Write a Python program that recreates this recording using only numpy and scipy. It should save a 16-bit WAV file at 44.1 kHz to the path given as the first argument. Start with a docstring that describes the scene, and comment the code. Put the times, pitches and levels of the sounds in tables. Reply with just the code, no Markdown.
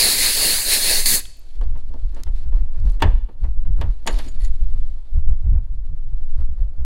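"""A pulsing hiss outdoors beside a van's rear door: compressed air leaks from an air hammer wrapped in a rag.
The leak is shaped noise ringing in ports and barrel; it bursts once and is shut off. The tool is then shifted:
door knocks, door rubs and steel clinks are decaying modes and noise. Rag and gloves rustle in noise. Gusty
wind, low noise under level curves, buffets the microphone throughout; a wall nearby answers diffusely."""
import sys
import numpy as np
from scipy import signal
from scipy.fft import rfft, irfft, next_fast_len
from scipy.io import wavfile
from scipy.ndimage import uniform_filter1d, minimum_filter1d, map_coordinates

SR = 44100
rng = np.random.default_rng(int(sys.argv[2]) if len(sys.argv) > 2 else 0)


def digitize_waveform(pressure):
    """Quantize a signal to 16-bit integers and store it at the path in sys.argv[1].

    Rows of a 2-D input are taken as channels; values are limited to [-1, 1].
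    """
    field = np.atleast_2d(pressure).T
    bounded = np.clip(field, -1, 1)
    quanta = np.round(bounded * 32767).astype(np.int16)
    wavfile.write(sys.argv[1], SR, quanta)


N = 302066


def amp(db):
    """Decibels to amplitude ratio."""
    return 10 ** (np.asarray(db) / 20)


def unit(x):
    """Scales x to rms 1."""
    return x / np.sqrt(np.mean(x ** 2) + 1e-20)


def along(points, hz):
    """Interpolates (Hz, value) points on a log frequency axis."""
    f, v = np.transpose(points)
    return np.interp(np.log(hz + 1), np.log(f + 1), v)


def curves(rows):
    """One value per sample for each column after the time."""
    s, *cols = np.transpose(rows)
    return [np.interp(np.arange(N) / SR, s, c) for c in cols]


def wobble(knots_per_s):
    """A smooth random curve through normally distributed knots."""
    knots = rng.standard_normal(int(N * knots_per_s / SR) + 4)
    return map_coordinates(knots, [np.arange(N) * knots_per_s / SR])


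def filtered(x, response):
    """Multiplies the spectrum of x by a response of frequency."""
    m = next_fast_len(x.shape[-1] + SR // 2)
    spectrum = rfft(x, m) * response(np.fft.rfftfreq(m, 1 / SR))
    return irfft(spectrum, m)[..., :x.shape[-1]]


def table(spectrum):
    """Amplitude response of (Hz, dB) points."""
    return lambda hz: amp(along(spectrum, hz))


def modes(rows):
    """Causal response of (Hz, width Hz, dB) resonances, alternating in sign."""
    def response(f):
        total = 0
        for k, (centre, width, db) in enumerate(rows):
            total = total + (-1) ** k * amp(db) * 1j * f * width / (centre ** 2 - f ** 2 + 1j * f * width)
        return total
    return response


def noise(response, patchy_db=0):
    """Coloured noise of rms 1, optionally with random gain patches in time and frequency."""
    x = rng.standard_normal(N)
    if patchy_db:
        z = signal.stft(x, nperseg=512)[2]
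        field = uniform_filter1d(rng.standard_normal(z.shape), size=6, axis=0)
        field = uniform_filter1d(field, size=8, axis=1)
        x = signal.istft(z * amp(patchy_db * unit(field)), nperseg=512)[1][:N]
    return unit(filtered(x, response))


def dying(t60s, level_db, seconds):
    """A noise burst in which each frequency decays at its own rate; energy 1."""
    hz, t, z = signal.stft(rng.standard_normal(int(seconds * SR)), SR, nperseg=128)
    decay_db = level_db(hz)[:, None] - 60 * t / t60s(hz)[:, None]
    x = signal.istft(z * amp(decay_db), SR, nperseg=128)[1]
    return x / np.linalg.norm(x)


def add(track, s, x):
    """Mixes x into track from time s."""
    part = track[round(s * SR):][:len(x)]
    part += x[:len(part)]


def arches(middle_s, length_s, db, power):
    """Power-summed level curve of events that each swell and fade as a cosine arch."""
    u = (np.arange(N) / SR - np.c_[middle_s]) / np.c_[length_s]
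    arch = np.cos(np.pi * np.clip(u, -.5, .5)).clip(0) ** power
    return np.sqrt(np.sum((amp(np.c_[db]) * arch) ** 2, axis=0))


# Jet noise spectrum. Each row: frequency in Hz, relative density in dB.
JET_SPECTRUM = [(88, -19.5), (150, -16), (501, -12.5), (1410, -19), (1640, -9.5), (1920, -10.5), (2720, -9),
                (3060, -15.5), (4350, 0.5), (5930, -16.5), (10600, -11.5), (11700, -15.5), (15700, -19)]
# Exhaust port resonances. Each row: frequency in Hz, width in Hz, relative level in dB.
PORT_MODES = [(1940, 400, -8), (4400, 480, 0), (6920, 450, -11), (8810, 500, -7), (10600, 800, -3)]
# Thin steel barrel modes kept ringing by the air. Each row: frequency in Hz, width in Hz, level in dB.
BARREL_MODES = [(2595, 2.5, 2), (4457, 2.4, -12), (5200, 3, 2), (6998, 3.5, -5), (7311, 5, -10)]
# Air leak, pulsing as the rag flaps over the ports. Each row: time in seconds, level in dB.
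LEAK_LEVEL = [(0.0, -15), (0.132, -17), (0.16, -20), (0.226, -15.5), (0.36, -19.5), (0.434, -16),
              (0.522, -17), (0.644, -23.5), (0.738, -14), (0.794, -20.5), (0.912, -16), (0.992, -18),
              (1.03, -24), (1.055, -24.5)]
# Last burst as the coupling parts. Each row: time in s, level in dB, port whistle in dB, brightness in dB.
BURST_LEVEL = [(1.059, -11.5, 3, 0.73), (1.065, -14.5, 4.5, 2.5), (1.151, -15.5, 4, 4.5),
               (1.197, -26.5, -19, 2.5), (1.215, -48, -2, -12.5)]
LEAK_MID_DB, WHISTLE_DB, BRIGHT_DB = -17, 3.5, 0.03  # whistle and brightness at the mid level
WHISTLE_DB_PER_DB, BRIGHT_LOSS_DB_PER_DB = .6, .3  # per dB of leak level
JET_SPLIT_HZ = 6000


def leak():
    """Turbulent jet noise; part of it rings in the exhaust ports and in the steel barrel."""
    rows = []
    for s, db in LEAK_LEVEL:
        over_db = db - LEAK_MID_DB
        whistle = WHISTLE_DB + WHISTLE_DB_PER_DB * over_db
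        rows.append((s, db, whistle, BRIGHT_DB - BRIGHT_LOSS_DB_PER_DB * over_db))
    level_db, whistle_db, bright_db = curves(rows + list(BURST_LEVEL))
    low = noise(lambda f: table(JET_SPECTRUM)(f) * (f < JET_SPLIT_HZ), patchy_db=2.5)
    high = noise(lambda f: table(JET_SPECTRUM)(f) * (f >= JET_SPLIT_HZ), patchy_db=1.24)
    jet = amp(-4.5 - bright_db) * low + amp(-3 + bright_db) * high  # a narrower gap makes the jet brighter
    jet = jet + amp(whistle_db - 9) * noise(modes(PORT_MODES), patchy_db=2.2)
    is_open = np.arange(N) < BURST_LEVEL[-1][0] * SR
    jet = is_open * amp(level_db + 0.2 * wobble(49)) * jet
    return jet + filtered(jet, modes(BARREL_MODES))


# Spectrum of the burst's air at the microphone. Each row: frequency in Hz, relative density in dB.
BLAST_SPECTRUM = [(60, -12), (130, 0), (300, -2.5), (600, -21), (1200, -60)]
BLAST_RE_BURST_DB = -21.5


def blast():
    """Low noise of escaping air brushing the microphone while the burst lasts."""
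    start_s, end_s = BURST_LEVEL[0][0], BURST_LEVEL[-1][0] + .05
    before = [(0, -120, 0, 0), (start_s, -120, 0, 0)]
    level_db = curves(before + list(BURST_LEVEL[1:]) + [(end_s, -120, 0, 0)])[0]
    return amp(level_db + BLAST_RE_BURST_DB + 2.5 * wobble(30)) * noise(table(BLAST_SPECTRUM))


# Knocks and a few rubs (1.938, 2.522, 3.436 s) on the door skin; # at 3.001 s a faint noise swelling in just
# before the loud knock at 3.021 s. # Each row: time in s, peak in dB, hardness in dB per octave, rise time in
# ms.
DOOR_SOUNDS = [(1.612, -32, -1, 1.1), (1.753, -38, -2, 5.4), (1.902, -43.5, -6.5, 3.8),
               (1.938, -34, -6.5, 4), (2.163, -37, 0, 4), (2.266, -39, 0.43, 3.3), (2.522, -38, -1.5, 6),
               (2.865, -44, 0.2, 3.1), (3.001, -33, 4.5, 4.2), (3.021, -5.5, 2.5, 1.2),
               (3.287, -37.5, -3.5, 1.1), (3.436, -36, -0.1, 7), (3.65, -45, 1.1, 3.8),
               (3.78, -44.5, -3, 4.2), (3.812, -21, 2.5, .6), (4.058, -26.5, -1.5, 2.7),
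               (4.072, -12.5, 4.5, 1.7), (4.187, -27, 6.5, 3), (4.539, -49.5, 7.5, 2.3)]
# Low modes of the skin. Each row: frequency in Hz, relative level in dB, t60 in s before the ring factor.
SKIN_MODES = [(245, -4, .12), (400, -11, .1), (560, -3, .08), (650, -8, .07), (820, -3, .06),
              (910, 3, .075), (1090, -1, .055), (1420, -12, .04), (1640, -13, .04), (2330, -15, .04),
              (2880, -13, .04), (3420, -16, .035)]
# Dense upper modes of the skin. Each row: frequency in Hz, relative density in dB.
CRASH_SPECTRUM = [(120, -15.5), (200, 5), (728, -11.5), (909, 1.5), (1440, -35), (1550, -7), (2420, -25),
                  (2860, -15), (5350, -32.5), (14200, -37), (16500, -63)]
# Their decay. Each row: frequency in Hz, t60 in s before the ring factor.
CRASH_DECAY = [(200, 0.25), (1000, 0.21), (4000, 0.079), (12000, 0.019)]
RING_FACTOR_0DB, RING_FACTOR_PER_DB = .92, .008  # quieter sounds ring shorter
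MODES_0DB_DB, MODES_DB_PER_DB, MODES_LOSS_DB_PER_HARDNESS = 5, 0.22, 1.2  # low modes against the crash


def door_sounds():
    """Knocks and rubs sound the sheet's low modes and a crash of upper ones; low hardness dulls the treble."""
    out, t = np.zeros(N), np.arange(SR // 3) / SR
    for s, db, hard, rise_ms in DOOR_SOUNDS:
        tilt_db = lambda hz: hard * np.log2((hz + 100) / 1000)
        ring = max(RING_FACTOR_0DB + RING_FACTOR_PER_DB * db, .1)
        rings = np.zeros(len(t))
        for hz, level_db, t60 in SKIN_MODES:
            mode_db = level_db + tilt_db(hz) + rng.normal(0, 1)
            rings += amp(mode_db - 60 * t / (t60 * ring)) * np.sin(2 * np.pi * hz * t)
        crash_t60 = lambda hz: ring * along(CRASH_DECAY, hz)
        crash_db = lambda hz: along(CRASH_SPECTRUM, hz) + tilt_db(hz)
        crash = dying(crash_t60, crash_db, 1 / 3)[:len(t)]
        crash = np.pad(crash, (0, len(t) - len(crash)))
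        share = amp(MODES_0DB_DB + MODES_DB_PER_DB * db - MODES_LOSS_DB_PER_HARDNESS * max(hard, 0))
        sound = share * rings / np.linalg.norm(rings) + crash
        sound = sound * (1 - np.exp(-1000 * t / max(rise_ms, .2)))
        add(out, s, amp(db) * sound / np.abs(sound).max())
    return out


def tick(db, centre_hz, sharp):
    """A few milliseconds of noise around one frequency, scaled to its peak."""
    t = np.arange(SR // 20) / SR
    band = signal.tf2sos(*signal.iirpeak(centre_hz, max(sharp, .5), SR))
    burst = amp(-60 * t / 0.0087) * rng.standard_normal(len(t))
    x = signal.sosfilt(np.vstack([band, band]), burst)
    return amp(db) * x / np.abs(x).max()


def steel_ring(rows, t):
    """Decaying sines of (Hz, dB, t60 s) modes, each contact varying level and pitch."""
    out = np.zeros(len(t))
    for hz, db, t60 in rows:
        level = amp(db + rng.normal(0, 2.5) - 60 * t / t60)
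        out += level * np.sin(2 * np.pi * hz * rng.normal(1, .006) * t)
    return out


# Dry ticks of gloves, hose and coupling. Each row: time in s, peak in dB, centre in Hz, Q (at least 0.5 used).
DRY_TICKS = [(1.254, -30, 3520, 5.3), (1.256, -34, 1960, 1), (1.37, -47.5, 13000, 4.1),
             (1.394, -41, 12000, 6.6), (1.612, -44.5, 5970, 0.82), (1.729, -50.5, 6060, 0.73),
             (1.776, -43, 7000, 0.46), (1.94, -45.5, 4000, 1.5), (2.147, -41, 5000, 1),
             (2.191, -46, 2480, 5.4), (2.235, -25, 4360, 0.31), (2.38, -54.5, 6080, 0.88),
             (2.80, -47, 4540, 1.7), (2.865, -52, 4900, 0.95), (2.90, -43, 7000, 1.7),
             (2.92, -46, 7900, 1.5)]
# Steel contacts inside the tool.
# Each row: time in s, tick peak in dB, tick centre in Hz, chisel ring gain in dB, spring ring gain in dB.
STEEL_CONTACTS = [(4.066, -26, 6000, -34, -37), (4.075, -12.5, 5030, -27, -42.5),
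                  (4.108, -39, 5000, -57, -45), (4.127, -38, 9000, -57, -43.5),
                  (4.142, -31, 4000, -57, -56), (4.188, -31, 4000, -60, -46), (4.263, -48, 6040, -53, -62),
                  (4.285, -53, 8000, -46, -62), (4.399, -50.5, 4390, -71, -56),
                  (4.408, -51, 4400, -72, -47), (4.42, -56, 6000, -65, -49), (4.436, -45, 9000, -51, -51),
                  (4.448, -32, 5000, -47, -45), (4.478, -47, 8000, -66, -54)]
# Chisel modes. Each row: mean frequency in Hz, mean relative level in dB, t60 in s.
CHISEL_MODES = [(6950, 0, .09), (8400, -1, .05)]
# Retainer spring modes. Each row: mean frequency in Hz, mean relative level in dB, t60 in s.
SPRING_MODES = [(1940, -2, .07), (4400, 0, .05), (10140, -3, .06), (10550, -9, .035)]


def clinks():
    """Dry ticks of filtered noise; at steel contacts chisel and spring ring on."""
    out, t = np.zeros(N), np.arange(SR // 5) / SR
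    for s, db, centre_hz, sharp in DRY_TICKS:
        add(out, s, tick(db, centre_hz, sharp))
    for s, tick_db, centre_hz, chisel_db, spring_db in STEEL_CONTACTS:
        add(out, s, tick(tick_db, centre_hz, 1.0))
        chisel = amp(chisel_db) * steel_ring(CHISEL_MODES, t)
        add(out, s, chisel + amp(spring_db) * steel_ring(SPRING_MODES, t))
    return out


OVERHANG_S, ARCH_POWER = 0.027, 1.9  # swell past both ends of an eddy; power of its cosine arch


def thumps(rows):
    """Level curve of (start s, length s, dB) eddies."""
    s, length, db = np.transpose(rows)
    return arches(s + length / 2, length + 2 * OVERHANG_S, db, ARCH_POWER)


# Wind between the buffets. Each row: time in s, slow heave in dB, murmur in dB.
WIND_LEVEL = [(0, -26.5, -36), (.8, -26.5, -41.5), (1.05, -14, -33.5), (1.35, -36.5, -44),
              (1.52, -26.5, -43), (1.64, -14, -30), (2.15, -19, -33), (2.75, -13.5, -32),
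              (3.18, -18.5, -27.5), (3.32, -35.5, -42), (3.45, -15.5, -31), (3.7, -11, -29),
              (4.0, -23, -35), (4.44, -11.5, -29.5), (4.9, -14, -28.5), (5.05, -28, -41), (5.3, -7, -26.5),
              (5.45, -22.5, -27.5), (6.0, -20, -30), (6.4, -9.5, -30), (6.65, -21, -31.5),
              (6.85, -13, -28.5)]
# Big eddies thumping on the diaphragm. Each row: start in s, length in s without overhang, level in dB.
BIG_EDDIES = [(1.583, 0.069, -16), (1.643, 0.027, -21), (1.71, 0.036, -19.5), (2.007, 0.13, -18),
              (2.272, 0.1, -17), (2.479, 0.17, -12), (2.778, 0.22, -13.5), (3.01, 0.19, -10),
              (3.23, 0.036, -21.5), (3.41, 0.11, -12.5), (3.56, 0.068, -18.5), (3.643, 0.037, -22),
              (3.703, 0.084, -16.5), (3.844, 0.08, -14), (4.099, 0.092, -14.5), (4.409, 0.062, -15.5),
              (4.482, 0.045, -18.5), (4.611, 0.06, -15), (4.745, 0.092, -21), (5.116, 0.095, -14),
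              (5.24, 0.12, -15.5), (5.444, 0.172, -11), (5.669, 0.054, -21.5), (6.118, 0.044, -18),
              (6.356, 0.082, -17.5), (6.419, 0.032, -21.5), (6.481, 0.035, -21.5), (6.592, 0.06, -11.5)]
# Small, quick eddies. Each row: start in s, length in s without overhang, level in dB.
SMALL_EDDIES = [(1.58, .04, -33), (1.643, .046, -25.5), (1.695, .03, -29), (2.03, 0.057, -27.5),
                (2.256, .058, -26.5), (2.45, .06, -22), (2.51, 0.037, -27.5), (2.593, .066, -28),
                (2.77, 0.044, -27), (2.82, .09, -18), (3.04, .05, -15), (3.11, .08, -17.5),
                (3.414, 0.091, -20.5), (3.66, .07, -24), (3.765, 0.04, -18), (3.84, .07, -22),
                (4.099, .046, -25.5), (4.47, 0.045, -24.5), (4.62, 0.037, -25), (4.69, .03, -26),
                (4.75, .04, -27), (5.14, .07, -19.5), (5.27, .07, -15.5), (5.45, .04, -20),
                (5.51, .09, -15.5), (5.91, .04, -30), (6.12, .05, -30), (6.38, .05, -19.5),
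                (6.49, .04, -22), (6.6, .05, -25.5), (6.79, .05, -23)]
MURMUR_FLUTTER_DB = -6  # flutter's share of the murmur


def buffets():
    """Strength of throb and of flutter: a murmur, and the thumps above it."""
    murmur = amp(curves(WIND_LEVEL)[1])
    throb = np.hypot(murmur, thumps(BIG_EDDIES))
    flap = np.hypot(murmur * amp(MURMUR_FLUTTER_DB), thumps(SMALL_EDDIES))
    return throb, flap


def eddies(spectrum, seconds):
    """Low noise of evened strength, leaving the level to the gust curves."""
    x = noise(table(spectrum))
    envelope = np.abs(signal.hilbert(x, next_fast_len(N))[:N])
    strength = uniform_filter1d(envelope, size=int(seconds * SR))
    return unit(x / (strength + 0.073))


# Slow heave spectrum. Each row: frequency in Hz, relative density in dB.
HEAVE_SPECTRUM = [(1.5, -21.5), (4, 16.5), (14, 20.5), (22, -2.5), (40, -68), (80, -160)]
# Throb spectrum. 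Each row: frequency in Hz, relative density in dB.
THROB_SPECTRUM = [(5, -84), (10, -24), (20, 14), (35, 14.5), (52, -1.5), (90, -64.5), (160, -160)]
# Flutter spectrum. Each row: frequency in Hz, relative density in dB.
FLUTTER_SPECTRUM = [(25, -39), (52, 11.5), (78, -3.5), (120, -12.5), (250, -38), (500, -52), (1200, -80.5),
                    (3000, -100), (6000, -160)]


def wind():
    """Eddies push on the diaphragm: a slow heave, a throb and lumps of flutter."""
    throb, flap = buffets()
    flutter = unit(amp(2.2 * wobble(22)) * eddies(FLUTTER_SPECTRUM, 0.039))
    heave = amp(curves(WIND_LEVEL)[0] + 1.4 * wobble(4.9)) * eddies(HEAVE_SPECTRUM, 0.079)
    throbbing = throb * amp(1.0 * wobble(14)) * eddies(THROB_SPECTRUM, 0.076)
    return heave + throbbing + flap * flutter


# Far leaves and cloth at rest. Each row: time in s, soft rustle in dB, crisp rustle in dB.
REST_RUSTLE = [(1.2, -59, -57.5), (1.6, -62, -66), (2.5, -61.5, -67.5), (2.97, -55.5, -66),
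               (3.25, -64, -75.5), (3.8, -61.5, -70), (4.3, -58.5, -61.5), (5.1, -63, -68.5),
               (5.7, -65.5, -76.5), (6.4, -62, -69.5), (6.85, -63, -75.5)]
# Rubs of rag and gloves. Each row: middle in s, length in s, soft level in dB, crisp level in dB.
CLOTH_RUBS = [(2.18, 0.14, -52.5, -68), (2.402, 0.11, -60.5, -64), (2.564, 0.095, -54.5, -78),
              (2.787, .08, -58, -76), (2.897, 0.12, -62, -62), (3.455, 0.064, -53.5, -66.5),
              (3.863, 0.22, -54, -74), (4.15, 0.18, -42.5, -49), (4.257, .1, -51.5, -53),
              (4.435, 0.08, -60, -56.5)]
# Soft rustle spectrum. Each row: frequency in Hz, relative density in dB.
SOFT_SPECTRUM = [(150, -17), (250, 1), (446, -9.5), (546, -6), (787, -11), (1340, -16.5), (2500, -26.5),
                 (3250, -49), (5500, -120)]
# Crisp rustle spectrum. Each row: frequency in Hz, relative density in dB.
CRISP_SPECTRUM = [(900, -62.5), (1500, -1.5), (2500, 0.5), (3800, 2), (4350, 4), (5200, -3.5), (7000, -6.5),
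                  (11000, -9), (15800, -25.5)]
SPILL_DB, SPILL_POWER = -32, 1.355  # hard flutter shakes rag and microphone cover: soft rustle against it


def rustle():
    """Cloth noise comes in small uneven rubs, the crisp part in grains."""
    soft_db, crisp_db = curves(REST_RUSTLE)
    s, length, rub_soft_db, rub_crisp_db = np.transpose(CLOTH_RUBS)
    spill = amp(SPILL_DB) * buffets()[1] ** SPILL_POWER
    rub = wobble(25)
    soft = unit(amp(1.2 * rub + 1.2 * wobble(12)) * noise(table(SOFT_SPECTRUM), patchy_db=1.8))
    crisp = unit(amp(1.5 * rub + 2.4 * wobble(110)) * noise(table(CRISP_SPECTRUM), patchy_db=1.2))
    soft_level = amp(soft_db) + spill + arches(s, length, rub_soft_db, power=1)
    crisp_level = amp(crisp_db) + arches(s, length, rub_crisp_db, power=0.61)
    return soft_level * soft + crisp_level * crisp


# Decay of the wall's answer. Each row: frequency in Hz, t60 in s.
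WALL_DECAY = [(200, .35), (2000, .5), (5000, .6), (9000, .45), (15000, .22)]


def wall(x):
    """The yard's diffuse answer: x convolved with a decaying noise tail after 600 samples."""
    tail = dying(lambda hz: along(WALL_DECAY, hz), lambda hz: 0 * hz, .7)
    return signal.fftconvolve(np.pad(x, (600, 0)), tail)[:N]


# Microphone's own noise. Each row: frequency in Hz, relative density in dB.
HISS_SPECTRUM = [(1000, -40), (3000, -1.5), (15000, -4)]


def hiss():
    """The microphone's own steady noise."""
    return amp(-81) * noise(table(HISS_SPECTRUM))


def scene():
    """Sums all sources in the centre; leak, door sounds and clinks also feed the wall."""
    air, door, clink = leak(), door_sounds(), clinks()
    echoes = wall(amp(-22) * air + amp(-20.5) * door + amp(-24) * clink)
    mid = air + door + clink + echoes + wind() + rustle() + hiss() + blast()
    return np.array([mid, mid])


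# Stereo difference. Each row: frequency in Hz, side against mid in dB.
SIDE_LEVEL = [(120, -30), (250, -20), (500, -22), (1000, -23), (2000, -21), (4400, -20), (8000, -19),
              (15000, -21)]
LIMIT, SIDE_SPLIT_HZ, TOP_HZ = .75, 120, 15850  # limit in full-scale amplitude


def record(dry):
    """A limiter holds the peaks, a faint side signal parts the channels, a steep low-pass ends the band."""
    need = LIMIT / np.maximum(np.abs(dry[0]), LIMIT)
    hold = minimum_filter1d(need, size=2601)
    gain = uniform_filter1d(uniform_filter1d(hold, size=1301), size=1301)
    mid = dry[0] * gain
    side_source = filtered(mid, lambda f: table(SIDE_LEVEL)(f) * (f > SIDE_SPLIT_HZ))
    z = signal.stft(side_source, nperseg=256)[2]
    random_phase = np.exp(2j * np.pi * rng.random(z.shape))
    side = signal.istft(z * random_phase, nperseg=256)[1][:N]
    # quadrature bass: the channels differ there only slightly in phase
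    side = side + amp(-47) * filtered(mid, lambda f: 1j * (f <= SIDE_SPLIT_HZ))
    return filtered(np.array([mid + side, mid - side]), lambda f: 1 / (1 + (f / TOP_HZ) ** 300))


dry = scene()
out = record(dry)
digitize_waveform(out)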